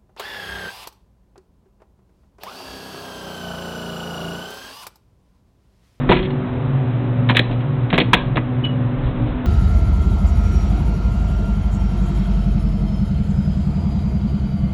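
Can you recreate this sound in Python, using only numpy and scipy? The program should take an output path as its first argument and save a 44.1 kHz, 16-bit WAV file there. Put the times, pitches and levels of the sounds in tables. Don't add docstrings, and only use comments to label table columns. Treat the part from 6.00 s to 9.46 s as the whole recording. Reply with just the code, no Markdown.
import sys
import numpy as np
from scipy import signal
from scipy.fft import rfft, irfft, next_fast_len
from scipy.io import wavfile
from scipy.ndimage import uniform_filter1d, map_coordinates

SR = 44100
rng = np.random.default_rng(int(sys.argv[2]) if len(sys.argv) > 2 else 0)


def waveform_to_disk(signal):
    frames = np.transpose(np.atleast_2d(signal))
    scaled = np.clip(frames, -1, 1) * 32767
    samples = np.round(scaled).astype(np.int16)
    wavfile.write(sys.argv[1], SR, samples)


def nominal_scale(level):
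    x = np.asarray(level, float) / 20
    return 10 ** x


N = 152586

# start_s, peak_db, boom_db (door against bolts), rattle_t60_s, chatter_centre_hz
BOLT_BLOWS = [(1.2902, -8.5, -14, 0.092, 2090), (1.297, -7, -2.5, 0.093, 1300),
              (1.306, -8.5, -4.5, 0.038, 2920), (1.349, -13, 2.5, 0.089, 2400),
              (1.365, -7.5, -23, 0.057, 3200), (1.3685, 5.5, -25.5, 0.029, 2320),
              (1.3735, -3.5, -10.5, 0.055, 2050), (1.3925, 1.5, -9, 0.03, 2720),
              (1.498, -25, 12.5, 0.022, 800), (1.512, -21.5, 7, 0.085, 2636),
              (1.6065, -29.5, 7.5, 0.062, 2180), (1.903, -14, -14.5, 0.063, 2360),
              (1.929, -8.5, 5.5, 0.07, 1700), (1.941, -7.5, -5, 0.073, 2300), (1.9795, -1, 0.5, .04, 2000),
              (1.984, -3.5, -9.5, 0.055, 2470), (2.001, -1.5, -4, 0.056, 3150),
              (2.1325, 13, -21, 0.028, 1730), (2.142, 5.5, -10, 0.026, 2900), (2.184, -32.5, -2, .06, 1600),
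              (2.358, -16.5, 7.5, 0.049, 2770), (2.3705, -7.5, -4, 0.053, 1700),
              (2.377, -10, -8.5, 0.044, 1400), (2.65, -20.5, -17, .06, 2900)]
# start_s, peak_db, boom_db, rattle_t60_s, chatter_centre_hz
DOOR_BUMPS = [(.0915, -14, 11.5, 0.15, 1600), (.0965, -9.5, 10.5, 0.034, 2800),
              (.107, -12, -1.5, 0.21, 3000), (.117, -9, 3.5, 0.11, 1000), (.122, -5, -13.5, 0.048, 2200),
              (.134, -17, 3, 0.054, 2200), (.151, -13.5, -7.5, 0.056, 2800), (.165, -15, -3, 0.094, 2200),
              (.189, -20.5, 0, 0.13, 2200), (.228, -23, -8, 0.11, 2800), (.2514, -21, 0, 0.067, 2800),
              (.304, -27.5, -4.5, .07, 2800), (.65, -38, 4, .06, 1000)]
# pitch_hz, width_hz, level_db
BOLT_MODES = [(970, 140, -6), (1385, 11, 0.5), (1690, 52, -16.5), (1988, 29, 0.5), (2265, 16, -5),
              (2482, 36, -1.5), (2900, 8, -15), (3246, 52, -3), (3780, 13, -34.5)]
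# pitch_hz, width_hz, level_db
PANEL_MODES = [(162, 49, 2), (240, 120, -2), (308, 33, 4), (378, 14.4, 1.5), (486, 50, -3.5), (605, 40, -6),
               (702, 91, -8), (787, 25, -14)]
# pitch_hz, level_db, t60_s
PANEL_RING = [
    (350.5, -9.5, 0.43),
    (376, -20, 3.2),
    (175.9, -6.5, 0.29),
]
# delay_s, level_db
SQUEAK_ECHOES = [
    (.0195, -7),
    (.033, -19),
    (.044, -17),
    (.056, -18),
    (.071, -25),
    (.086, -25),
]
# pitch_hz, t60_s
ROOM_DECAY = [(200, 0.12), (1000, .35), (4000, 0.33)]
# time_s, level_db
DRONE_LEVEL = [(0.0, -34), (0.18, -33.5), (1.35, -13.5), (1.46, -22), (1.59, -14), (1.7, -25.5),
               (1.84, -10), (1.97, -34.5), (2.1, -13), (2.21, -50), (2.26, -20), (2.61, -16.5), (2.68, -24),
               (2.76, -16.5), (3.09, -23), (3.15, -33.5), (3.24, -13.5), (3.46, -42)]
FAN_HZ = [140.5, 188, 248.6, 300, 376.5, 497, 561, 667, 747.5]
# level_db (rms), unsteadiness_db
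FAN_LEVEL = [(-26, 6), (-35, 4.5), (-27.5, 2.5), (-38.5, 5.5), (-40, 4), (-41, 0.5), (-40, 3), (-47, 3),
             (-46, 3)]
# pitch_hz, level_db (per Hz)
AIR_COLOUR = [(35, -55), (60, -11.5), (130, -0.5), (188, -13), (254, -2.5), (331, -13), (840, -19.5),
              (1070, -20), (4020, -38), (5230, -74.5), (8840, -120)]
# centre_s, level_db, length_s
GRIP_SHIFTS = [
    (0.106, -26, 0.098),
    (0.204, -21.5, 0.11),
    (1.511, -33.5, 0.086),
    (1.961, -30.5, 0.11),
    (2.154, -22, 0.09),
    (2.303, -26.5, .2),
    (3.063, -15, 0.11),
    (3.21, -28.5, 0.12),
    (3.3, -18, 0.08),
    (3.365, -24, .06),
]
# pitch_hz, level_db (per Hz)
RUMBLE_COLOUR = [(15, -18.5), (30, 6.5), (50, 3), (80, -6), (130, -43)]


def unit(x):
    return x / np.sqrt(np.mean(x ** 2) + 1e-20)


def along(points, hz):
    point_hz, value = np.transpose(points)
    return np.interp(np.log(hz + 1), np.log(point_hz + 1), value)


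def wobble(rate):
    return map_coordinates(rng.standard_normal(100), [np.arange(N) * rate / SR])


def filtered(x, response):
    size = next_fast_len(len(x) + 8192)
    return irfft(rfft(x, size) * response(np.fft.rfftfreq(size, 1 / SR)), size)[:len(x)]


def add(track, start_s, x):
    part = track[round(start_s * SR):][:len(x)]
    part += x[:len(part)]


def resonances(modes, f):
    total = 0
    for k, (hz, width_hz, db) in enumerate(modes):
        damping = 1j * f * width_hz
        total = total + (-1) ** k * nominal_scale(db) * damping / (hz * hz - f * f + damping)
    return total


def panel_response(f):
    return resonances(PANEL_MODES, f)


def clack(peak_db, boom_db, rattle_t60_s, centre_hz):
    t = np.arange(SR // 5) / SR
    rise = 1 - np.exp(-t / 0.0012)
    impulse = (np.arange(len(t)) == 20).astype(float)

    def steel_response(f):
        wash = nominal_scale(-13.5) * 1j * f / (700 + 1j * f)
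        return (resonances(BOLT_MODES, f) + wash) * nominal_scale(-7 * np.log2((f + 1) / centre_hz) ** 2)

    grain_ms, grain_db = 1.2, 5
    grains = unit(uniform_filter1d(rng.standard_normal(len(t)), size=round(grain_ms * SR / 1000)))
    chatter = rng.standard_normal(len(t)) * nominal_scale(grain_db * grains)
    blow = filtered(impulse, steel_response)
    steel = rise * unit(filtered(chatter, steel_response)) + nominal_scale(9) * blow / np.abs(blow).max()
    steel = steel * nominal_scale(-60 * t / np.clip(rattle_t60_s, .01, .4))
    steel = steel / np.abs(steel).max()

    thump = filtered(impulse, panel_response)
    shudder = rise * unit(filtered(rng.standard_normal(len(t)), panel_response))
    boom = shudder + nominal_scale(6) * thump / np.abs(thump).max()
    boom_t60_s = 0.15
    boom = boom * nominal_scale(-5.5 + boom_db - 60 * t / boom_t60_s)
    return nominal_scale(peak_db) * (nominal_scale(6) * steel + boom)


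def clacks():
    out = np.zeros(N)
    for start_s, *blow in list(DOOR_BUMPS) + list(BOLT_BLOWS):
        add(out, start_s, clack(*blow))
    t = np.arange(SR) / SR
    ring_start_s = .095
    for hz, db, t60_s in PANEL_RING:
        add(out, ring_start_s, nominal_scale(db - 60 * t / t60_s) * np.sin(2 * np.pi * hz * t))
    return out


def squeak():
    out = np.zeros(N)
    t = np.arange(SR // 20) / SR
    start_s, rise_s, hold_s, fall_s = 2.635, .012, .006, .0035
    pitch_hz, sag_hz_per_s, level_db = 2970, 790, -15.5
    side_hz, side_db = 407, -18.5
    swell = np.sin(np.pi / 2 * np.clip(t / rise_s, 0, 1)) ** 2
    fade = np.exp(-(np.maximum(t - rise_s - hold_s, 0) / fall_s) ** 2)
    flutter = 1 + 2 * nominal_scale(side_db) * np.sin(2 * np.pi * side_hz * t)
    for delay_s, db in [(0, 0.009)] + list(SQUEAK_ECHOES):
        hz = pitch_hz - sag_hz_per_s * (t + delay_s)
        phase = 2 * np.pi * np.cumsum(hz) / SR + rng.uniform(0, 2 * np.pi)
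        add(out, start_s + delay_s, nominal_scale(level_db + db) * swell * fade * np.sin(phase) * flutter)
    return out


def room(x):
    out = np.zeros(N)
    step = N // 12 + 1
    for k in range(12):
        hz, t, z = signal.stft(rng.standard_normal(SR // 2), SR, nperseg=256)
        fade = nominal_scale(-60 * t / along(ROOM_DECAY, hz)[:, None])
        tail = signal.istft(z * fade, SR, nperseg=256)[1]
        wet = signal.fftconvolve(x[k * step:(k + 1) * step], tail / np.linalg.norm(tail))
        add(out, k * step / SR + .006, wet)
    return out


def drifting_tone(hz, drift_hz):
    return np.sqrt(2) * np.sin(2 * np.pi * np.cumsum(hz + drift_hz * wobble(6)) / SR)


def moving_air():
    z = signal.stft(rng.standard_normal(N + 512), nperseg=512)[2]
    patches = uniform_filter1d(rng.standard_normal(z.shape), size=5, axis=0)
    patches = uniform_filter1d(patches, size=12, axis=1)
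    air = signal.istft(z * nominal_scale(.5 * unit(patches)), nperseg=512)[1][:N]
    return unit(filtered(air, lambda f: nominal_scale(along(AIR_COLOUR, f))))


def fan():
    t = np.arange(N) / SR
    drone_db = np.interp(t, *np.transpose(DRONE_LEVEL)) + 2.3 * wobble(25)
    out = nominal_scale(drone_db) * drifting_tone(119.94, 1.6)
    for hz, (db, loose_db) in zip(FAN_HZ, FAN_LEVEL):
        out += nominal_scale(db + loose_db * wobble(9)) * drifting_tone(hz, 0.44 * loose_db)
    return out + nominal_scale(-24.5) * moving_air()


def handling():
    t = np.arange(N) / SR
    swell = nominal_scale(-37)
    for centre_s, db, length_s in GRIP_SHIFTS:
        swell = swell + nominal_scale(db) * np.exp(-(2 * (t - centre_s) / length_s) ** 2)
    return swell * unit(filtered(rng.standard_normal(N), lambda f: nominal_scale(along(RUMBLE_COLOUR, f))))


def scene():
    bolts = clacks()
    thin = squeak()
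    tail = nominal_scale(-16) * room(bolts + .4 * thin)
    return (bolts + thin + tail + fan() + handling())[None]


def band_limit(x):
    top_hz, width_hz, stop_hz = 4205, 185, 4900

    def response(f):
        slope = 1 / (1 + np.exp(np.clip((f - top_hz) / width_hz, -50, 50)))
        return slope * np.clip((stop_hz - f) / 400, 0, 1) ** 2

    return filtered(x, response)


def duck(x):
    power = x ** 2
    for lag_s in (0.045, 0.3):
        keep = np.exp(-1 / (lag_s * SR))
        power = signal.lfilter([1 - keep], [1, -keep], power)
    return x / (1 + power / nominal_scale(-21.5) ** 2) ** 0.19


def top_cut(x):
    return signal.sosfilt(signal.butter(12, 15850, fs=SR, output="sos"), x)


def record(dry):
    x = duck(band_limit(dry[0]))
    x = np.clip(x, -.705, .705)
    x = np.clip(band_limit(x), -.72, .72)
    return top_cut(x[None])


dry = scene()
out = record(dry)
waveform_to_disk(out)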